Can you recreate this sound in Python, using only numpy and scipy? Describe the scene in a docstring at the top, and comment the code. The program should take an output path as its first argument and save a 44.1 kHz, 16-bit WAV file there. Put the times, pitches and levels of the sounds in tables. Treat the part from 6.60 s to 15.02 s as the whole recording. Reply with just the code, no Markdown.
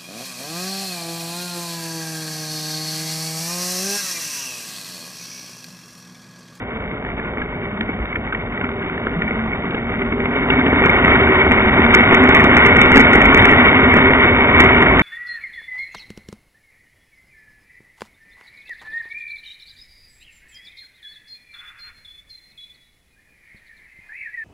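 """A model locomotive carries a small camera along three-rail track; the sound comes mostly through its body.
At first it rolls quietly: the wheels rumble, roar, chatter and knock over bumps in the rails,
while the chassis (its frame) drones and the motor hums faintly. Halfway the ride turns much louder.
From then on the hardest knocks overload the recorder and crackle."""
import sys
import numpy as np
from scipy import signal
from scipy.fft import rfft, irfft, next_fast_len
from scipy.io import wavfile
from scipy.ndimage import map_coordinates

SR = 44100
rng = np.random.default_rng(int(sys.argv[2]) if len(sys.argv) > 2 else 0)


def output_pcm(signal):
    """Save a mono or channel-first signal as 16-bit PCM at the path in sys.argv[1].

    Samples are clipped to [-1, 1] before scaling.
    """
    pcm = np.clip(np.atleast_2d(signal).T, -1, 1) * 32767
    wavfile.write(sys.argv[1], SR, np.round(pcm).astype(np.int16))


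N = 371322
TIME = np.arange(N) / SR

# The loudest wheel knocks: start_s, level_db, pitch_hz, tick_db, thud_db, length_s
# (knocks() raises each of the three levels by a set amount)
WHEEL_KNOCKS = [(0.313, -20.5, 1900, -26.5, -14, 0.0022), (0.448, -19, 1820, -28.5, -9.5, 0.0029),
                (0.517, -21, 1360, -29, -9, 0.0033), (0.596, -16.5, 1730, -27, -11.5, 0.0036),
                (0.771, -15, 1890, -30, -9.5, 0.0031), (0.815, -17, 1630, -23, -11, 0.008),
                (1.208, -11.5, 1830, -10.5, -14, 0.0034), (1.287, -16, 1440, -35, -4, 0.0087),
                (1.455, -20, 1810, -14.5, -18.5, 0.0034), (1.525, -19.5, 2050, -22.5, -22, 0.0058),
                (1.556, -13.5, 1800, -38.5, -26.5, 0.0048), (1.724, -15.5, 1550, -25.5, -26, 0.0057),
                (1.747, -13.6, 1860, -17, -25.5, 0.0041), (1.974, -19.5, 1940, -20.5, -16, 0.0035),
                (2.011, -18, 1580, -22, -18, 0.003), (2.038, -14, 1380, -22.5, -9, 0.0065),
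                (2.051, -21.5, 1910, -27, -20, 0.003), (2.089, -20.5, 1340, -26, -16, 0.003),
                (2.115, -18.5, 1500, -14, -10, 0.0022), (2.223, -21, 1610, -12, -16, 0.0069),
                (2.297, -17, 1440, -29.5, -25, 0.0026), (2.377, -17.5, 1800, -20.5, -14.5, 0.0032),
                (2.468, -12, 1340, -38, -10.5, 0.0022), (2.619, -11.5, 1850, -22.5, -17, 0.003),
                (2.676, -16, 1850, -27, -18, 0.005), (2.708, -13.5, 2070, -27, -14, 0.0029),
                (2.718, -19, 2000, -25, -11, 0.004), (2.916, -16.5, 1900, -28, -10, 0.0034),
                (2.928, -15, 2230, -36, -16, 0.0068), (3.043, -14, 1180, -31, -5, 0.0035),
                (3.107, -16.5, 1610, -6, -5, 0.0025), (3.144, -13.5, 1650, -12, -5, 0.0055),
                (3.18, -17, 1860, -29, -9, 0.0024), (3.303, -15.5, 1260, -26.5, -0.5, 0.0043),
                (3.341, -12.5, 1300, -30, -13.5, 0.0013), (3.415, -13, 2030, -24, -8.5, 0.0068),
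                (3.522, -12, 2180, -35.5, -7, 0.0048), (3.602, -14, 1900, -25, -8, 0.003),
                (3.656, -12, 2100, -27, -11.5, 0.0036), (3.754, -12, 2110, -19, -6.5, 0.0075),
                (3.9, -4.5, 2145, -9.5, -12, 0.0057), (3.94, -10, 1900, -26, -8, 0.0035),
                (4.22, -5, 1940, -27, -8.5, 0.0019), (4.238, -6, 1920, -23, -13.5, 0.0027),
                (4.259, -3.5, 1910, -27, -6, 0.0019), (4.064, -5, 1810, -13, -6, 0.0041),
                (4.129, -5, 1700, -34, 1, 0.002), (4.249, -5, 1400, -32, -13, 0.0035),
                (4.293, -3.5, 2150, -36, -14.5, 0.0063), (4.447, -3.5, 1940, -24, -11, 0.0026),
                (4.477, -3, 1240, -31, -12.5, 0.0052), (4.519, -3.5, 2080, -28, -13, 0.0026),
                (4.672, -5.5, 1490, -26.5, -12, 0.0043), (4.865, -5, 1500, -25, -4, 0.003),
                (4.91, -4.5, 1890, -24, -10.5, 0.0026), (4.916, -2.5, 1910, -19, -10.5, 0.0034),
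                (4.975, -6.5, 1880, -23, -8.5, 0.0033), (5.193, -3.6, 1830, -24, 0.5, 0.0049),
                (5.218, -5.5, 1940, -24.5, -16, 0.0023), (5.339, -0.4, 2170, -21, -21, 0.0071),
                (5.359, -3, 1810, -25, -5, 0.0033), (5.405, -3, 1953, -28, -12.5, 0.0029),
                (5.509, -3.5, 1910, -37, -12, 0.0028), (5.524, -2.5, 1810, -21, -8, 0.0042),
                (5.544, -2.5, 1930, -20, -16, 0.0032), (5.554, -8, 1900, -26, -5.5, 0.0034),
                (5.637, -3, 1850, -21, -7.5, 0.0031), (5.689, -1, 1870, -24, -4, 0.0016),
                (5.748, -1.5, 1993, -19, -15.5, 0.0032), (5.768, -3, 1880, -19, -18.5, 0.0022),
                (5.796, -2.5, 1930, -36.5, -14, 0.0024), (5.805, -3, 1860, -23, -16, 0.0022),
                (5.841, -4.4, 1900, -25, -6.5, 0.003), (5.892, -4.5, 1890, -25, -11, 0.0034),
                (5.87, -3.5, 1920, -22, -6, 0.0031), (5.93, -4, 1734, -26, -16, 0.003),
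                (5.966, -3.5, 1910, -19, -17, 0.0033), (5.976, -1, 2010, -31.5, -12.5, 0.0016),
                (6.062, -2.5, 1940, -15, -15, 0.0016), (6.16, -3, 1900, -20, -12, 0.0076),
                (6.213, -1.5, 1930, -13, -15.5, 0.0039), (6.257, -3, 1940, -16, -10, 0.0033),
                (6.316, -3.5, 1910, -24, -12, 0.0045), (6.345, -2.5, 1930, -20.5, -11.5, 0.004),
                (6.357, 1, 1970, -19.5, -7, 0.0026), (6.369, 0.5, 1710, -22, -7, 0.0042),
                (6.393, -2.5, 1960, -36, -10, 0.0047), (6.405, -2.5, 1950, -27, -10, 0.0049),
                (6.453, -4, 1930, -25, -8, 0.0019), (6.53, -2.5, 1906, -18.5, -15, 0.0034),
                (6.539, -4.5, 1900, -25, -9.5, 0.003), (6.552, -2, 2000, -30, -9, 0.005),
                (6.582, -3, 1860, -22, -6, 0.0045), (6.605, -3.5, 1900, -25, -14, 0.003),
                (6.615, -2.5, 1885, -21.5, -20, 0.0035), (6.653, -2, 2037, -21.5, -14, 0.004),
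                (6.744, -3, 1857, -18.5, -13, 0.0048), (6.774, -2.3, 1890, -27, -11, 0.0031),
                (6.79, -2.5, 1960, -16, -16, 0.0048), (6.821, -3, 1810, -21, -16.5, 0.0036),
                (6.853, -3, 1890, -13, -18, 0.0021), (6.891, -4, 1950, -19, -14.5, 0.0069),
                (6.912, -3, 1940, -24.5, -9, 0.0023), (6.922, -3, 1830, -24.5, -9.5, 0.0054),
                (6.933, -4, 1840, -23.5, -15, 0.0032), (7.338, -3, 1800, -33.5, -10.5, 0.0036),
                (7.365, -2.6, 1870, -33, -6, 0.0029), (7.386, -3.5, 1870, -26, -15, 0.0015),
                (7.403, -4, 1900, -24.5, -8.5, 0.0026), (7.506, -4.5, 1880, -25, -7.5, 0.0026),
                (8.001, -2.5, 1887, -17.5, -15.5, 0.0052), (8.039, -3, 1900, -26, -7.5, 0.0026),
                (8.048, -3, 1900, -17, -6, 0.0019), (8.12, -3.5, 1880, -25, -11.5, 0.0021),
                (8.222, -3, 1900, -22.5, -10.5, 0.003), (8.269, -3, 1900, -34.5, -7.5, 0.0036),
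                (8.393, -2.5, 1950, -19.5, -19, 0.0019)]
# Pitches at which the outer shell rings: pitch_hz, width_hz, boost_db
SHELL_RINGS = [(1444.5, 38, 7.5), (1470, 24, -0.2), (1740, 120, -0.5), (2176, 180, 6), (2252, 31, 6),
               (3100, 120, 4)]


def ride_db():
    """How hard the rails shake the wheels at each moment, in dB; 0 is full ride."""
    shaking = [(0, -32.5), (1.2, -32), (2.3, -31), (2.65, -28.5), (3.0, -29.5), (3.55, -28), (3.85, -23),
               (4.25, -16.5), (4.5, -14.5), (4.8, -16.5), (5.1, -16), (5.4, -13.5), (6.3, -12.5),
               (6.85, -12), (7.2, -14), (7.8, -14.5), (8.05, -12.5), (8.42, -14.5)]   # strength of the shaking: time_s, level_db
    full_ride_db = -14
    return curve(shaking, TIME) - full_ride_db


def ride_gain(full_db, follows):
    """A layer's gain: full_db at full ride, moving by `follows` dB for each dB of the ride."""
    return from_db(full_db + follows * ride_db())


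def wheel_force(per_s, spread_db, smooth):
    """Force at the wheels: tiny impacts of uneven size over the steady noise of smooth rolling."""
    sizes = from_db(spread_db * np.minimum(rng.exponential(1, N), 4)) * rng.choice([-1, 1], N)
    impacts = rms_one(sizes * (rng.random(N) < per_s / SR))
    return impacts + smooth * rng.standard_normal(N)


def shell_chatter():
    """Fine impacts, under a fluttering load, make the shell roar and chatter."""
    roar_tone = [(500, -36), (750, -18), (900, 2), (1050, 2), (1300, 2), (1600, 2), (1800, -9),
                 (2400, -23.5), (3600, -25)]   # the mid-pitched roar: pitch_hz, level_db
    chatter_tone = [(600, -36), (1200, -28.5), (1650, -15.5), (1880, 4.5), (2050, 1), (2310, -0.5),
                    (2400, -11), (2800, -10), (3080, -13.5), (3200, -19), (3700, -9.5), (4100, -33)]   # the brighter chatter: pitch_hz, level_db
    force = wheel_force(per_s=1200, spread_db=2, smooth=0.8)
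    force *= from_db(1.1 * drift(per_s=45) + 0.78 * drift(per_s=16))   # fast flutter, slower sway
    roar = ride_gain(full_db=-17, follows=0.98) * body(force, roar_tone, SHELL_RINGS)
    chatter = ride_gain(full_db=-14.5, follows=1.05) * body(force, chatter_tone, SHELL_RINGS)
    return roar + chatter


def knocks(rows):
    """Each knock rings the shell, with a clack, tick and thud. Returns the sound and wheel lift (0-1)."""
    clack_tone = [(400, -36), (900, -9), (1350, 0), (1900, -7.5), (2280, 2.5), (2430, -11), (3000, -15.5),
                  (3800, -19)]   # the shell's clack: pitch_hz, level_db
    thud_tone = [(60, -4.5), (110, -12.5), (180, -12), (250, 6), (310, -8), (390, 0.5), (550, -15.5),
                 (900, -13), (1400, -36)]   # the chassis's thud: pitch_hz, level_db
    tick_tone = [(1500, -23), (2500, -3), (2900, -1), (3300, -11.5), (3700, -2.5)]   # the tick where wheel meets rail: pitch_hz, level_db
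    clack = from_db(2.5) * body(rng.standard_normal(N), clack_tone, SHELL_RINGS)
    thud = body(rng.standard_normal(N), thud_tone)
    tick = body(rng.standard_normal(N), tick_tone)
    knock_boost_db, tick_boost_db, thud_boost_db = 3, 12, 9
    squash = 1.07   # several swings reach nearly the same height, so the knock sounds denser
    sound, lift = np.zeros(N), np.zeros(N)
    for (start_s, level_db, pitch_hz, tick_db, thud_db, length_s), phase in zip(rows, rng.random(len(rows))):
        span = slice(int(start_s * SR), int(start_s * SR) + SR // 40)
        since_s = np.maximum(TIME[span] - start_s, 0)
        age = since_s / (0.73 * length_s)   # the knock is strongest at age 1
        swell = (age * np.exp((1 - age ** 2) / 2)) ** 0.8   # power below 1: sharper start, longer tail
        ring = np.sqrt(2) * np.sin(2 * np.pi * (pitch_hz * since_s + phase))
        blow = rms_one(swell * (ring + clack[span] + from_db(tick_db + tick_boost_db) * tick[span]))
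        blow += from_db(thud_db + thud_boost_db) * rms_one(swell * thud[span])
        blow = np.tanh(squash * blow / np.abs(blow).max()) / np.tanh(squash)
        sound[span] += from_db(level_db + knock_boost_db) * blow
        lift[span] = np.maximum(lift[span], swell)
    return sound, lift


def rebounds():
    """After a hard knock the wheel drops back on the rail a little more lightly; rows for knocks()."""
    hard_db, loss_db, rebound_s = -3, 2.4, 0.002
    waits_s = 0.0022 * (1 + rng.random(len(WHEEL_KNOCKS)))
    return [(start_s + length_s + wait_s, db - loss_db, hz, tick_db, thud_db, rebound_s)
            for (start_s, db, hz, tick_db, thud_db, length_s), wait_s in zip(WHEEL_KNOCKS, waits_s)
            if db > hard_db]


def rattles():
    """Light knocks at random moments and pitches, louder as the ride gets rougher; rows for knocks()."""
    per_s, tick_db, thud_db, length_s = 13, -21.5, -6, 0.0025
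    levels_db = -11 + 0.54 * ride_db()
    pitches_hz = rng.uniform(1090, 2260, N)
    hits = (rng.random(N) < per_s / SR) & (TIME < TIME[-1] - length_s)
    return [(TIME[i], levels_db[i], pitches_hz[i], tick_db, thud_db, length_s) for i in np.flatnonzero(hits)]


def chassis_drone(force):
    """Rough rails shake the chassis into a low drone and a growl above it."""
    drone_tone = [(40, -23), (68, -1), (100, -4), (150, -2.5), (195, 0), (280, -0.5), (330, -2.5),
                  (450, -4), (520, -9.5), (640, -19.5), (1200, -45.5)]   # the low drone: pitch_hz, level_db
    drone_rings = [(79.5, 32, 7), (138, 40, -2.5), (325, 38, -6), (358, 18, 1)]   # the chassis's peaks and dips: pitch_hz, width_hz, boost_db
    growl_tone = [(350, -29), (480, -16.5), (600, 4.5), (760, 7), (900, 1), (1100, -8.5), (1600, -46)]   # the growl: pitch_hz, level_db
    drone = ride_gain(full_db=-17, follows=0.72) * body(force, drone_tone, drone_rings)
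    growl = ride_gain(full_db=-23, follows=0.83) * body(force, growl_tone)
    return drone + growl


def chassis_boom():
    """The chassis rings at two pitches, which shift in level and pitch with the load."""
    low_levels = [(0, -32.5), (0.95, -37.5), (1.2, -30), (1.5, -35), (2.4, -30), (2.7, -25.5), (3.0, -30),
                  (3.6, -25), (4.05, -16.5), (4.4, -24), (5.05, -20.5), (5.5, -17.5), (5.95, -19),
                  (6.65, -17.5), (7.05, -19), (7.4, -16.5), (7.9, -21), (8.42, -16.5)]   # the main, lower ring: time_s, level_db
    low_pitches = [(0, 225), (1.1, 217.7), (2.3, 241.5), (2.753, 215.3), (3.6, 236.7), (4.05, 262.7),
                   (4.5, 255), (5.15, 226.5), (5.55, 251.5), (6, 248), (6.6, 261.7), (6.998, 246.7),
                   (7.402, 255), (8, 236.6), (8.42, 260)]   # its pitch: time_s, pitch_hz
    high_levels = [(0, -38), (0.6, -40), (1.12, -31), (1.45, -42.5), (1.9, -37), (2.05, -30.5),
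                   (2.5, -30.5), (2.8, -36.5), (3.3, -35), (3.6, -22), (4.3, -28), (4.65, -16),
                   (5.2, -18.5), (5.7, -19.5), (6.2, -21.5), (6.7, -21.5), (7.4, -17.5), (8.42, -19)]   # the upper ring: time_s, level_db
    high_pitches = [(0, 439), (0.75, 428.5), (1.12, 393.4), (2.5, 394.3), (3.6, 390), (4.649, 382.7),
                    (5.2, 374), (5.7, 388), (6.4, 391.2), (8.42, 390)]   # its pitch: time_s, pitch_hz
    low_trim_db, high_trim_db = -1.66, -3.5
    low = from_db(curve(low_levels, TIME)) * ringing(curve(low_pitches, TIME), width_hz=32.8)
    high = from_db(curve(high_levels, TIME)) * ringing(curve(high_pitches, TIME), width_hz=25)
    return from_db(low_trim_db) * low + from_db(high_trim_db) * high


def track_rumble(force):
    """Rough rails shake the track bed into a deep rumble that swells now and then."""
    rumble_tone = [(8, -24.5), (18, -19), (30, -18.5), (50, 4), (64, -4.5), (85, -9.5), (130, -9),
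                   (200, -7.5), (300, -19), (500, -63)]   # the deep rumble: pitch_hz, level_db
    bed_rings = [(55.4, 6.1, 1.5), (176, 40, 10.5)]   # where the track bed rings: pitch_hz, width_hz, boost_db
    swells = [(2.93, 2), (3.42, 3), (3.95, 3.5), (5.22, 6), (6.7, 7), (7.55, 4), (8.1, 3), (8.38, 7)]   # moments of stronger rumble: time_s, boost_db
    swell_db = sum(db * hump(time_s, half_length_s=0.21) for time_s, db in swells)
    return ride_gain(full_db=-26, follows=0.25) * from_db(swell_db) * body(force, rumble_tone, bed_rings)


def soft_bumps():
    """A soft bump swings the track bed or chassis: a low tone that swells and fades."""
    bumps = [(1.419, -19, 55.7, 0.019), (1.725, -27, 47.7, 0.071), (2.58, -18.5, 170, 0.024),
             (2.8, -20, 222.7, 0.064), (6.371, -19, 442, 0.04)]   # one row per bump: time_s, level_db, pitch_hz, half_length_s
    return sum(from_db(db) * hump(time_s, half_s) * np.sin(2 * np.pi * hz * (TIME - time_s))
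               for time_s, db, hz, half_s in bumps)


def joint_snaps():
    """Sharp rail joints each give a thin, bright snap."""
    snaps = [(0.773, -56), (0.78, -59), (1.212, -39), (1.221, -53.5)]   # one row per snap: start_s, level_db
    snap_tone = [(3000, 3.5), (4300, 8), (5500, -12.5), (9000, -35)]   # the snap's hiss: pitch_hz, level_db
    decay_s = 0.0025
    hiss, sound = body(rng.standard_normal(N), snap_tone), np.zeros(N)
    for start_s, level_db in snaps:
        burst = hiss * (TIME >= start_s) * np.exp(-np.abs(TIME - start_s) / decay_s)
        sound += from_db(level_db) * burst / np.abs(burst).max()
    return sound


def motor():
    """The motor's iron hums at twice the mains rate, wavering a little; its gears sing faintly."""
    hum_hz, hum_db, gear_hz, gear_db = 116.9, -45.5, 603.7, -45
    hum = from_db(hum_db + 1.1 * drift(per_s=11)) * np.sqrt(2) * np.sin(2 * np.pi * hum_hz * TIME)
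    return hum + from_db(gear_db) * ringing(np.full(N, gear_hz), width_hz=14)


def body(force, tone, rings=()):
    """Shake a solid part that has a broad tone and rings at certain pitches; the result has power 1."""
    size = 2 * next_fast_len(N // 2 + SR // 4)
    hz = np.maximum(np.arange(size // 2 + 1) * SR / size, 1)
    tone_hz, tone_db = np.transpose(tone)
    db = np.interp(np.log(hz), np.log(tone_hz), tone_db)
    db -= 30 * np.log2(np.maximum(hz / tone_hz[-1], 1))   # fade per octave above the table
    db -= 15 * np.log2(np.maximum(tone_hz[0] / hz, 1))   # and below it
    for pitch_hz, width_hz, boost_db in rings:
        db += boost_db / (1 + (2 * (hz - pitch_hz) / width_hz) ** 2)
    # a minimum-phase filter: the part rings only after it is pushed, never before
    cepstrum = irfft(np.log(from_db(db)))
    cepstrum[1:size // 2] *= 2
    cepstrum[size // 2 + 1:] = 0
    return rms_one(irfft(rfft(force, size) * np.exp(rfft(cepstrum)))[:N])


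def ringing(pitch_hz, width_hz):
    """Noise narrowed to a ring around a pitch that may move; the result has power 1."""
    turn = np.exp(2j * np.pi * np.cumsum(pitch_hz) / SR)
    decay = np.exp(-np.pi * width_hz / SR)
    swing = signal.lfilter([1], [1, -2 * decay, decay ** 2], rng.standard_normal(N) / turn)
    strength = np.abs(swing) / np.abs(swing).mean()
    return rms_one((turn * swing).real / (strength + 0.1) ** 0.19)   # partly evened out toward a tone


def drift(per_s):
    """A random wander of power 1 that changes course about per_s times a second."""
    points = rng.standard_normal(N // 20)
    return rms_one(np.interp(TIME * per_s, np.arange(len(points)), points))


def hump(time_s, half_length_s):
    """A smooth rise and fall that reaches 1 at time_s."""
    return np.exp(-((TIME - time_s) / half_length_s) ** 2)


def curve(rows, times_s):
    """Join rows of (time_s, value) with straight lines."""
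    return np.interp(times_s, *np.transpose(rows))


def from_db(db):
    """Turn decibels into a gain."""
    return 10 ** (np.asarray(db) / 20)


def rms_one(x):
    """Scale a signal to an average power of 1."""
    return x / np.sqrt(np.mean(x ** 2) + 1e-20)


def scene():
    """The rolling dips during each knock and is rougher just after; the left side hears it all later."""
    blows, lift = knocks(list(WHEEL_KNOCKS) + rebounds() + rattles())
    force = wheel_force(per_s=1200, spread_db=3, smooth=1.25)
    roll = shell_chatter() + chassis_drone(force) + chassis_boom()
    roll += track_rumble(force) + soft_bumps() + motor()
    settle_s, roll_limit, edge_hz = 0.089, 0.85, 3726
    settle = np.exp(-1 / (settle_s * SR))
    roll *= 1 + 0.25 * signal.lfilter([1 - settle], [1, -settle], lift)   # harder rolling after a knock
    roll /= (1 + (roll / roll_limit) ** 4) ** (1 / 4)   # peaks rounded off, so only hard knocks crackle
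    train = roll * (1 - 0.82 * lift) + blows   # a wheel in the air loses most of its rolling sound
    # above about 3.7 kHz the sound falls away steeply; only a few thin, bright snaps reach higher
    train = signal.sosfiltfilt(signal.butter(28, edge_hz, fs=SR, output="sos"), train) + joint_snaps()
    lag_s = 0.00013 * (1 + 0.022 * drift(per_s=90))   # shifts as sound comes from one wheel or another
    left = map_coordinates(train, [np.arange(N) - lag_s * SR], order=3, mode="nearest")
    return np.array([left, train])


def record(dry):
    """The recorder rounds loud peaks and cuts them at full scale, which makes nearly all the high treble."""
    clean_limit, rounding_room, cutoff_hz = 0.84, 0.18, 16000
    clean = np.clip(dry, -clean_limit, clean_limit)
    clipped = np.clip(clean + rounding_room * np.tanh((dry - clean) / rounding_room), -1, 1)
    return signal.sosfilt(signal.ellip(10, .05, 70, cutoff_hz, fs=SR, output="sos"), clipped)


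dry = scene()
out = record(dry)
output_pcm(out)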